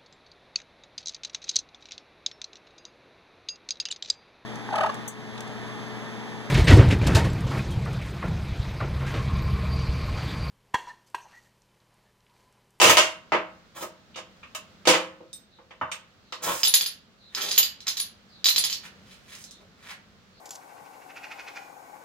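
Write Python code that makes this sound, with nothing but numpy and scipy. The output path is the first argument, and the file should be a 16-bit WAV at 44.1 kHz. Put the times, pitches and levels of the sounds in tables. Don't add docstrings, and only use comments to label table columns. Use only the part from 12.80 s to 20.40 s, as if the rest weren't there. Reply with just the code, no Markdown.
import sys
import numpy as np
from scipy import signal
from scipy.fft import rfft, irfft
from scipy.io import wavfile
from scipy.ndimage import uniform_filter1d

SR = 44100
rng = np.random.default_rng(int(sys.argv[2]) if len(sys.argv) > 2 else 0)


def to_wav(s):
    ch = np.atleast_2d(s).T
    pcm = np.round(np.clip(ch, -1, 1) * 32767)
    wavfile.write(sys.argv[1], SR, pcm.astype(np.int16))


N = 335199
TIME = np.arange(N) / SR
TAIL = np.arange(SR * 3 // 4) / SR

# frequency in Hz, level in dB when struck on the rails,
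# level in dB when struck on the bed, free t60 in seconds.
FRAME_MODES = [(182.4, -12, -9.5, 0.64), (321, -8.5, 1, 0.54), (351, -2.5, 1.5, 0.34),
               (494, -8.5, 7.5, 0.44), (531, -16, 6.5, 0.59), (594.6, 4, -14.5, 0.28), (634.7, 4, -3, 0.45),
               (798, -8, -11, 0.09), (926, -8.5, -4.5, 0.37), (1001, -4.5, -0.5, 0.26),
               (1077, -7.5, -13, 0.48), (1268, 11.5, -12, 0.17), (1279, -9.5, -5.5, 0.53),
               (1670, -10, -9.5, 0.22), (2110, -5, -14.5, 0.1), (2750, -4, -8.5, 0.45),
               (3014, -2.5, -1, 0.4), (3596, -4.5, -6, 0.33), (6790, -5, -10.5, .27),
               (9600, -5, -17.5, 0.21), (13250, -4, -22.5, .2)]
# start in #
# seconds, crack level in dB, clink pitch in Hz, skid level in dB, ring level of the first piece in dB, # that
# of the second in dB.
CLINKS = [(3.5235, -25, 3770, -37.5, -74, -74.5), (3.8328, -5, 4963, -26, -42.5, -27),
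          (3.85, -7.5, 3487, -21, -35, -27.5), (3.8729, -11, 3774, -26.5, -15.5, -26),
          (3.939, -6, 6830, -6, -13.5, -19.5), (4.0103, -11, 3550, -26, -31, -31),
          (4.0613, -18, 4470, -28.5, -33, -39), (4.5491, -15, 4910, -32.5, -52.5, -42),
          (4.6179, -17.5, 3300, -31, -46.5, -33), (4.715, -15, 4794, -26.5, -40.5, -41.5),
          (4.7786, -3, 6685, -16.5, -24.5, -13), (4.8306, -10, 4820, -20.5, -40.5, -32.5),
          (5.0052, -32, 4100, -48, -65.5, -68), (5.0698, -17.5, 3775, -30.5, -48.5, -44.5),
          (5.0807, -13.5, 4980, -27, -38, -34), (5.17, -16.5, 4100, -20.5, -45, -40.5),
          (5.198, -23, 4607, -21.5, -24.5, -35), (5.6438, -11, 4600, -24, -51, -29.5),
          (5.657, -4, 4560, -18.5, -42.5, -28), (5.666, -10.5, 4740, -17, -34, -30.5),
          (5.687, -7, 4120, -20, -30, -22.5), (5.7612, -9.5, 4140, -27, -41, -31.5),
          (5.781, -9.5, 4676, -25.5, -22, -29), (5.8395, -10.5, 5020, -21, -28.5, -31),
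          (5.899, -16, 4170, -34, -46, -40), (5.9277, -14, 4760, -34.5, -50, -43.5)]
# piece 0 or 1, frequency in Hz,
# level in dB, t60 in seconds.
TILE_MODES = [(0, 10400, 0.5, 0.078), (0, 10470, 1.5, 0.047), (0, 10440, -15, .06), (1, 11880, -2.5, .11),
              (1, 12050, -1.5, 0.091), (1, 12305, -3, 0.11), (1, 12300, -18.5, .05)]
# frequency in Hz, level in dB.
TICK_SPECTRUM = [(500, -31.5), (3000, -3.5), (6000, 8.5), (10000, -2), (16000, -17)]


def from_db(db):
    return 10 ** (np.asarray(db) / 20)


def rms_one(x):
    return x / np.sqrt(np.mean(x ** 2) + 1e-20)


def peak_one(x):
    return x / np.abs(x).max()


def unit_energy(x):
    return rms_one(x) / np.sqrt(x.shape[-1])


def at_hz(points, hz):
    known_hz, values = np.transpose(points)
    return np.interp(np.log(np.maximum(hz, 1)), np.log(known_hz), values)


def decay(t60):
    return np.exp(-np.log(1000) * TAIL / t60)


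def stroke(start, length, attack_s, release_s, change_db):
    age = TIME - start
    gate = np.clip(age / attack_s, 0, 1) * np.clip((length - age) / release_s + 1, 0, 1)
    return gate * from_db(change_db * np.clip(age / length, 0, 1))


def add(track, start, sound):
    first = max(round(start * SR), 0)
    track[first:first + len(sound)] += sound[:N - first]


def through(x, response):
    x, response = np.atleast_2d(x, response)
    return signal.fftconvolve(x.astype(np.float32), response.astype(np.float32), axes=-1)[:, :N]


def band(x, low_hz, high_hz, order=2):
    high_hz = min(high_hz, SR * .45)
    low_hz = min(low_hz, high_hz / 1.2)
    return signal.sosfilt(signal.butter(order, [low_hz, high_hz], "band", fs=SR, output="sos"), x)


def pulse(spectrum, size=2048):
    gain = from_db(at_hz(spectrum, np.fft.rfftfreq(size, 1 / SR)))
    cepstrum = irfft(np.log(gain))
    cepstrum[1:size // 2] *= 2
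    return irfft(np.exp(rfft(cepstrum[:size // 2], size)))


def ring(modes):
    return sum(from_db(db) * decay(t60) * np.sin(2 * np.pi * (hz * TAIL + rng.random()))
               for hz, db, t60 in modes)


def waver(size, smoothing):
    return rms_one(uniform_filter1d(rng.standard_normal(size), size=smoothing))


def friction(per_s, spread_db):
    sizes = from_db(spread_db * np.minimum(rng.exponential(1, N), 4)) * rng.choice([-1, 1], N)
    return rms_one(sizes * (rng.random(N) < per_s / SR))


def diffuse(spectrum, size):
    # frequency in Hz, likeness from 0 to 1.
    likeness = [(40, 0.4), (110, 0.6), (300, 0.9), (700, 0.4), (1500, 0.1), (4000, 0), (12000, .05)]
    hz = np.fft.rfftfreq(size, 1 / SR)
    mid, side = rfft(rng.standard_normal((2, size)))
    alike = at_hz(likeness, hz)
    pair = np.sqrt(1 + alike) * mid + np.sqrt(1 - alike) * side * [[1], [-1]]
    return rms_one(irfft(from_db(at_hz(spectrum, hz)) * pair, size))


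def dense_ring(early_db, early_t60, build_s, bands=16):
    # frequency in Hz, t60 in seconds.
    room_t60 = [(100, 0.52), (400, 0.29), (1000, 0.56), (2800, 0.41), (7000, 0.27), (14000, 0.14)]
    hz = np.fft.rfftfreq(len(TAIL), 1 / SR)
    noise = rfft(diffuse([(1, 0), (SR, 0)], len(TAIL)))
    centres = np.geomspace(100, 16000, bands)
    early = from_db(early_db) * decay(early_t60)
    build_up = 1 - np.exp(-TAIL / build_s)
    out = 0
    for centre, this_band in zip(centres, np.eye(bands)):
        share = at_hz(np.c_[centres, this_band], hz)
        envelope = (decay(at_hz(room_t60, centre)) + early) * build_up
        out += unit_energy(irfft(noise * share, len(TAIL)) * envelope) * np.sqrt(share.mean())
    return unit_energy(out)


def outdoor_air():
    # frequency in Hz, level in dB.
    spectrum = [(20, -26.5), (50, -8), (95, -4.5), (135, -8), (190, -0.5), (310, -13.5), (500, -12),
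                (950, -18), (1350, -14.5), (2200, -19.5), (4000, -20), (7000, -29.5), (9500, -40.5),
                (15500, -41)]
    # time in seconds, level in dB.
    recorder_gain = [(0, -56.5), (1.2, -57), (1.9, -54.5), (2.7, -61), (3.4, -58.5), (4.3, -59.5),
                     (5.5, -56.5), (6.2, -54), (6.9, -57), (7.6, -57)]
    return from_db(np.interp(TIME, *np.transpose(recorder_gain))) * diffuse(spectrum, N)


def far_bird(end_hz=3650, waver_hz=280, level_db=-4.5):
    # start in seconds, level in dB, starting pitch in Hz, length in seconds.
    chirps = [(2.68, -54.5, 4097, 0.12), (3.39, -59.5, 4650, 0.16), (4.37, -48.5, 4347, 0.16),
              (5.47, -47.5, 4720, 0.15), (6.62, -48, 4120, 0.18), (7.52, -50.5, 4710, 0.15)]
    out = np.zeros(N)
    for start, db, start_hz, length in chirps:
        along = np.minimum(TAIL / length, 1)
        hz = start_hz + (end_hz - start_hz) * along + waver_hz * waver(len(TAIL), smoothing=60)
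        whistle = np.sin(2 * np.pi * np.cumsum(hz) / SR)
        add(out, start, from_db(db + level_db) * np.sin(np.pi * along) * whistle)
    return out


def floor_scuffs(level_db=-3.0, band_ratio=1.48):
    # peak time in seconds, level in dB, rise and fall in seconds, centre in Hz.
    scuffs = [(4.575, -34, .021, 0.062, 1554), (4.65, -43, 0.044, 0.067, 549.5),
              (5.071, -33, .0055, .01, 1408), (6.053, -37.5, .016, .011, 1900),
              (6.32, -54, 0.056, .042, 2724), (6.53, -44.5, 0.035, .04, 2510),
              (6.63, -53.5, .1, 0.028, 5770), (6.815, -52.5, 0.014, .015, 402),
              (7.11, -40, 0.049, 0.015, 1790)]
    # start in seconds, peak level in dB.
    grit = [(6.552, -27), (6.640, -25), (6.71, -28)]
    out = np.zeros(N)
    slips = friction(per_s=4600, spread_db=6.5)
    for peak_s, db, rise, fall, hz in scuffs:
        span = np.abs(TIME - peak_s) < .3
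        age = TIME[span] - peak_s
        envelope = np.exp(-np.maximum(-age / rise, age / fall) ** 1.22)
        rub = rms_one(band(slips[span], hz / band_ratio, hz * band_ratio, order=1))
        out[span] += from_db(db + level_db) * envelope * rub
    tick = peak_one(pulse(TICK_SPECTRUM))
    for start, db in grit:
        add(out, start, from_db(db) * tick)
    return out


def rod_pings(tick_db=20):
    # start in seconds, level in dB.
    touches = [(2.53, -46), (3.116, -49)]
    # frequency in Hz, level in dB, t60 in seconds.
    rod_modes = [(3690, 5.5, 0.071), (4950, -11, 0.14), (8200, 5.5, 0.12), (9615, -3, 0.077),
                 (10300, -20.5, 0.13), (12250, -14, 0.15), (13820, -10.5, 0.19)]
    out = np.zeros(N)
    tick = peak_one(pulse(TICK_SPECTRUM))
    for start, db in touches:
        add(out, start, from_db(db + tick_db) * tick)
        add(out, start, from_db(db) * ring(rod_modes))
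    return out


def tile_pushes(rumble_db=-6.0, hiss_db=-1.5, groan_db=-11.0, loaded_t60=0.083):
    # start and length in seconds, rumble level in dB, hiss level in dB.
    shoves = [(0.946, 0.083, -38.5, -42), (1.004, 0.03, -32.5, -31.5), (3.618, 0.2, -24.5, -29)]
    # frequency in Hz, level in dB.
    rumble_spectrum = [(30, -51), (100, -26.5), (175, -8.5), (250, -14), (500, -3), (800, -4), (1250, 2.5),
                       (2000, -6.5), (4000, -8), (16000, -35.5)]
    hiss_spectrum = [(30, -58.5), (500, -23.5), (2000, -5.5), (3500, -6), (7000, -1), (10000, -8),
                     (16000, -7)]
    slips = friction(per_s=6300, spread_db=3.5)
    pressure, speed = np.zeros((2, N))
    for start, length, press_db, slide_db in shoves:
        along = (TIME - start) / length
        pressure += from_db(press_db) * np.exp(-np.minimum(((along - .34) / .22) ** 2, 20))
        speed += from_db(slide_db) * stroke(start, length, attack_s=.027, release_s=.012, change_db=-12)
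    bed_modes = [(hz, db + at_hz(rumble_spectrum, hz), loaded_t60) for hz, _, db, _ in FRAME_MODES]
    groan = from_db(groan_db) * through(pressure * slips, unit_energy(ring(bed_modes)))
    rumble = from_db(rumble_db) * pressure * rms_one(through(slips, pulse(rumble_spectrum)))
    hiss = from_db(hiss_db) * speed * rms_one(through(slips, pulse(hiss_spectrum)))
    return groan + rumble + hiss


def tile_drags(crack, level_db=-12.5, ramp_s=.022, skid_t60=.11, sizzle_db=-10.0, held_t60=.03):
    # start and length in seconds, first and last dB.
    drags = [(4.554, 0.2, -29, -23), (5.681, .27, -28, -34.5)]
    rubbing = sum(from_db(first_db) * stroke(start, length, ramp_s, ramp_s, last_db - first_db)
                  for start, length, first_db, last_db in drags)
    for start, _, _, skid_db, *_ in CLINKS:
        add(rubbing, start, from_db(skid_db) * decay(skid_t60))
    slips = from_db(level_db) * rubbing * friction(per_s=800, spread_db=6.0)
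    held_tile = unit_energy(ring([(hz, db, held_t60) for _, hz, db, _ in TILE_MODES]))
    return through(slips, unit_energy(crack)) + from_db(sizzle_db) * through(slips, held_tile)


def tile_contacts(crack_db=2.0, clink_db=-7.0, clink_t60=0.016, corners=3, corner_loss_db=10.0):
    # frequency in Hz, level in dB.
    crack_spectrum = [(30, -67), (110, -43.5), (200, -30.5), (600, -23.5), (1200, -16), (2300, -10),
                      (3400, -1.5), (4600, 1), (5500, -5), (6700, -3.5), (7800, -10.5), (8800, -24.5),
                      (11300, -24), (12200, -17), (13500, -34), (16000, -37.5)]
    crack = pulse(crack_spectrum)
    strikes, clinks = np.zeros((2, N))
    partners_hz = rng.uniform([2900, 4900], [4900, 7500], (len(CLINKS), 2))
    corner_gaps_s = .0095 * rng.uniform(.7, 1.9, (len(CLINKS), corners))
    for (start, db, hz, *_), partners, gaps in zip(CLINKS, partners_hz, corner_gaps_s):
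        clink = ring([(hz, 0, clink_t60)] + [(partner, -6, clink_t60) for partner in partners])
        for corner in range(corners):
            corner_s = start + gaps[:corner].sum()
            corner_db = db - corner * corner_loss_db
            add(strikes, corner_s, from_db([corner_db + crack_db]))
            add(clinks, corner_s, from_db(corner_db + clink_db) * clink)
    return through(strikes, peak_one(crack)) + clinks + tile_drags(crack)


def tile_rings(level_db=1.0, detune=0.00074, attack_s=.0028, stop_s=.002):
    out = np.zeros(N)
    ends = [row[0] for row in CLINKS[1:]] + [N / SR]
    for (start, _, _, _, *piece_db), end in zip(CLINKS, ends):
        modes = [(hz * (1 + detune * rng.normal()), db + piece_db[round(piece)], t60)
                 for piece, hz, db, t60 in TILE_MODES]
        gate = np.minimum(TAIL / attack_s, 1) * np.clip((end - start - TAIL) / stop_s + 1, 0, 1)
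        add(out, start, from_db(level_db) * ring(modes) * gate)
    return out


def cutter_thumps(attack_s=.008):
    # start in seconds, level in dB.
    thumps = [(0.045, -40), (0.084, -37), (0.522, -52.5), (3.013, -45.5)]
    # frequency in Hz, level in dB, t60 in seconds.
    feet_modes = [(52.3, -17, 0.39), (84, -1, 0.35), (123, 8, 0.15), (150.7, 2.5, 0.23), (262, 8, 0.15)]
    out = np.zeros(N)
    for start, db in thumps:
        add(out, start, from_db(db) * ring(feet_modes) * np.minimum(TAIL / attack_s, 1))
    return out


def cutter_blows(max_rebounds=6, gap_s=.0135, jitter_s=.002, loss_db=1.53):
    # start in seconds, level in dB, rattle length in seconds, lowest and
    # highest frequency in Hz (hard contacts reach higher), place from 0 on the rails to 1 on the bed.
    clacks = [(0.0, -21.5, 0, 302.5, 8900, .4), (0.015, -14.5, .07, 182.8, 11650, 0.27),
              (0.096, -14.5, 0, 407.7, 14000, 0.067), (0.170, -14, 0.0099, 432.4, 8500, .1),
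              (0.520, -19, .026, 189, 2030, 0.24), (1.025, -30.5, 0.00094, 242.6, 1469, .2),
              (1.344, -45.5, 0.00052, 2500, 4000, .7), (1.359, -40, .024, 326.7, 6500, .6),
              (1.631, -44, 0.00023, 1087, 3170, .4), (1.749, -35, 0, 701, 13000, .05),
              (2.054, -33, .014, 400, 6860, 0.63), (2.073, -15, 0.019, 153.2, 9090, .85),
              (2.137, -22, 0.0033, 202, 3826, .4), (2.405, -37, 0, 253, 592, .75),
              (2.787, -50, 0, 299.3, 1392, .9), (2.908, -45.5, 0, 491.4, 3000, 0.65),
              (3.013, -21.5, 0.002, 825, 1523, 0.29), (3.116, -33.5, 0.00029, 1273, 7670, .8),
              (3.524, -35.5, 0, 597, 5035, 0.69)]
    jitters = jitter_s * rng.uniform(-1, 1, (len(clacks), max_rebounds + 1))
    blows = []
    for (start, db, rattle_s, low_hz, high_hz, place), jitter in zip(clacks, jitters):
        blows.append((start, db, low_hz, high_hz, place))
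        for k in range(1, max_rebounds + 1):
            energy_share = min(rattle_s / gap_s - k + 1, 1)
            if energy_share > 0:
                rebound_db = db - k * loss_db + 10 * np.log10(energy_share)
                blows.append((start + k * gap_s + jitter[k], rebound_db, low_hz, high_hz, place))
    return blows


def cutter_tones(blows, level_db=-11.5, waver_hz=7.0, spread_rad=0.47, hand_t60=3.4):
    start, db, low_hz, high_hz, place = np.transpose(blows)
    out = np.zeros((2, N))
    steps = np.arange(0, N / SR, .002)
    age = steps[:, None] - start
    stereo_phase = spread_rad / 2 * np.array([[1], [-1]])
    for hz, rails_db, bed_db, t60 in FRAME_MODES:
        mode_db = rails_db + place * (bed_db - rails_db)
        energy = from_db(db + mode_db) ** 2 / (1 + (low_hz / hz) ** 4 + (hz / high_hz) ** 4)
        remaining = np.exp(-2 * np.log(1000) * np.abs(age) * (1 / t60 + 1 / hand_t60)) * (age > 0)
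        amplitude = np.interp(TIME, steps, np.sqrt(remaining @ energy))
        pitch = hz + waver_hz * waver(len(steps), smoothing=10)
        phase = 2 * np.pi * np.cumsum(np.interp(TIME, steps, pitch)) / SR
        out += amplitude * np.sin(phase + stereo_phase)
    return from_db(level_db) * out


def cutter_clatter(blows, level_db=32.0, direct_db=-12.5, chatter_db=-4.5, rattle_from_db=-29.0,
                   hard_hz=4000, snap_t60=0.14, rattle_t60=0.26):
    # frequency in Hz, level in dB.
    frame_spectrum = [(50, -27.5), (100, -11.5), (190, -8), (260, -11), (340, -7), (600, -1), (1200, -0.5),
                      (1700, -4), (2900, 0.5), (4200, -9), (6800, -6.5), (8500, -12.5), (12000, -16.5),
                      (16000, -9)]
    colour = unit_energy(pulse(frame_spectrum))
    slips = friction(per_s=2500, spread_db=-2.5)
    snap, *rattles = np.zeros((3, N))
    for k, (start, db, low_hz, high_hz, _) in enumerate(blows):
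        chatter = slips[round(start * SR):][:len(TAIL)] * decay(t60=.038)
        contact = from_db(chatter_db) * unit_energy(chatter) + 1e-18
        contact[0] += 1
        blow = from_db(db + level_db) * band(contact, low_hz, high_hz)
        loose_share = np.clip((db - rattle_from_db) / 10, 0, 1) * min(high_hz / hard_hz, 1)
        add(snap, start, np.sqrt(1 - loose_share) * blow)
        add(rattles[k % 2], start, np.sqrt(loose_share) * blow)
    out = 0
    for force, t60 in zip((snap, *rattles), (snap_t60, rattle_t60, rattle_t60)):
        body = dense_ring(early_db=11.5, early_t60=t60, build_s=0.00046)
        body[:, 0] += from_db(direct_db)
        out += through(force, through(body, colour))
    return out


def scene(room_db=3.0):
    near = tile_contacts() + tile_rings() + tile_pushes() + rod_pings() + floor_scuffs()
    into_room = from_db(room_db) * near + far_bird()
    walls = through(into_room, dense_ring(early_db=7.0, early_t60=0.16, build_s=0.00037))
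    air = outdoor_air()
    blows = cutter_blows()
    cutter = cutter_clatter(blows) + cutter_tones(blows) + cutter_thumps()
    return air + walls + near + cutter


def record(dry, cutoff_hz=15900):
    # frequency in Hz, left minus right in dB.
    balance = [(100, 0.5), (350, 0), (1000, -1), (2800, -1), (4700, -4), (7000, -3), (9500, -1),
               (13000, 2.5)]
    left = through(dry[0], pulse([(hz, db / 2) for hz, db in balance]))[0]
    right = through(dry[1], pulse([(hz, -db / 2) for hz, db in balance]))[0]
    pair = np.array([left, np.r_[0, 0, right[:-2]]])
    low_pass = signal.ellip(10, .1, 80, cutoff_hz, fs=SR, output="sos")
    return signal.sosfilt(low_pass, np.clip(pair, -1, 1))


dry = scene()
out = record(dry)
to_wav(out)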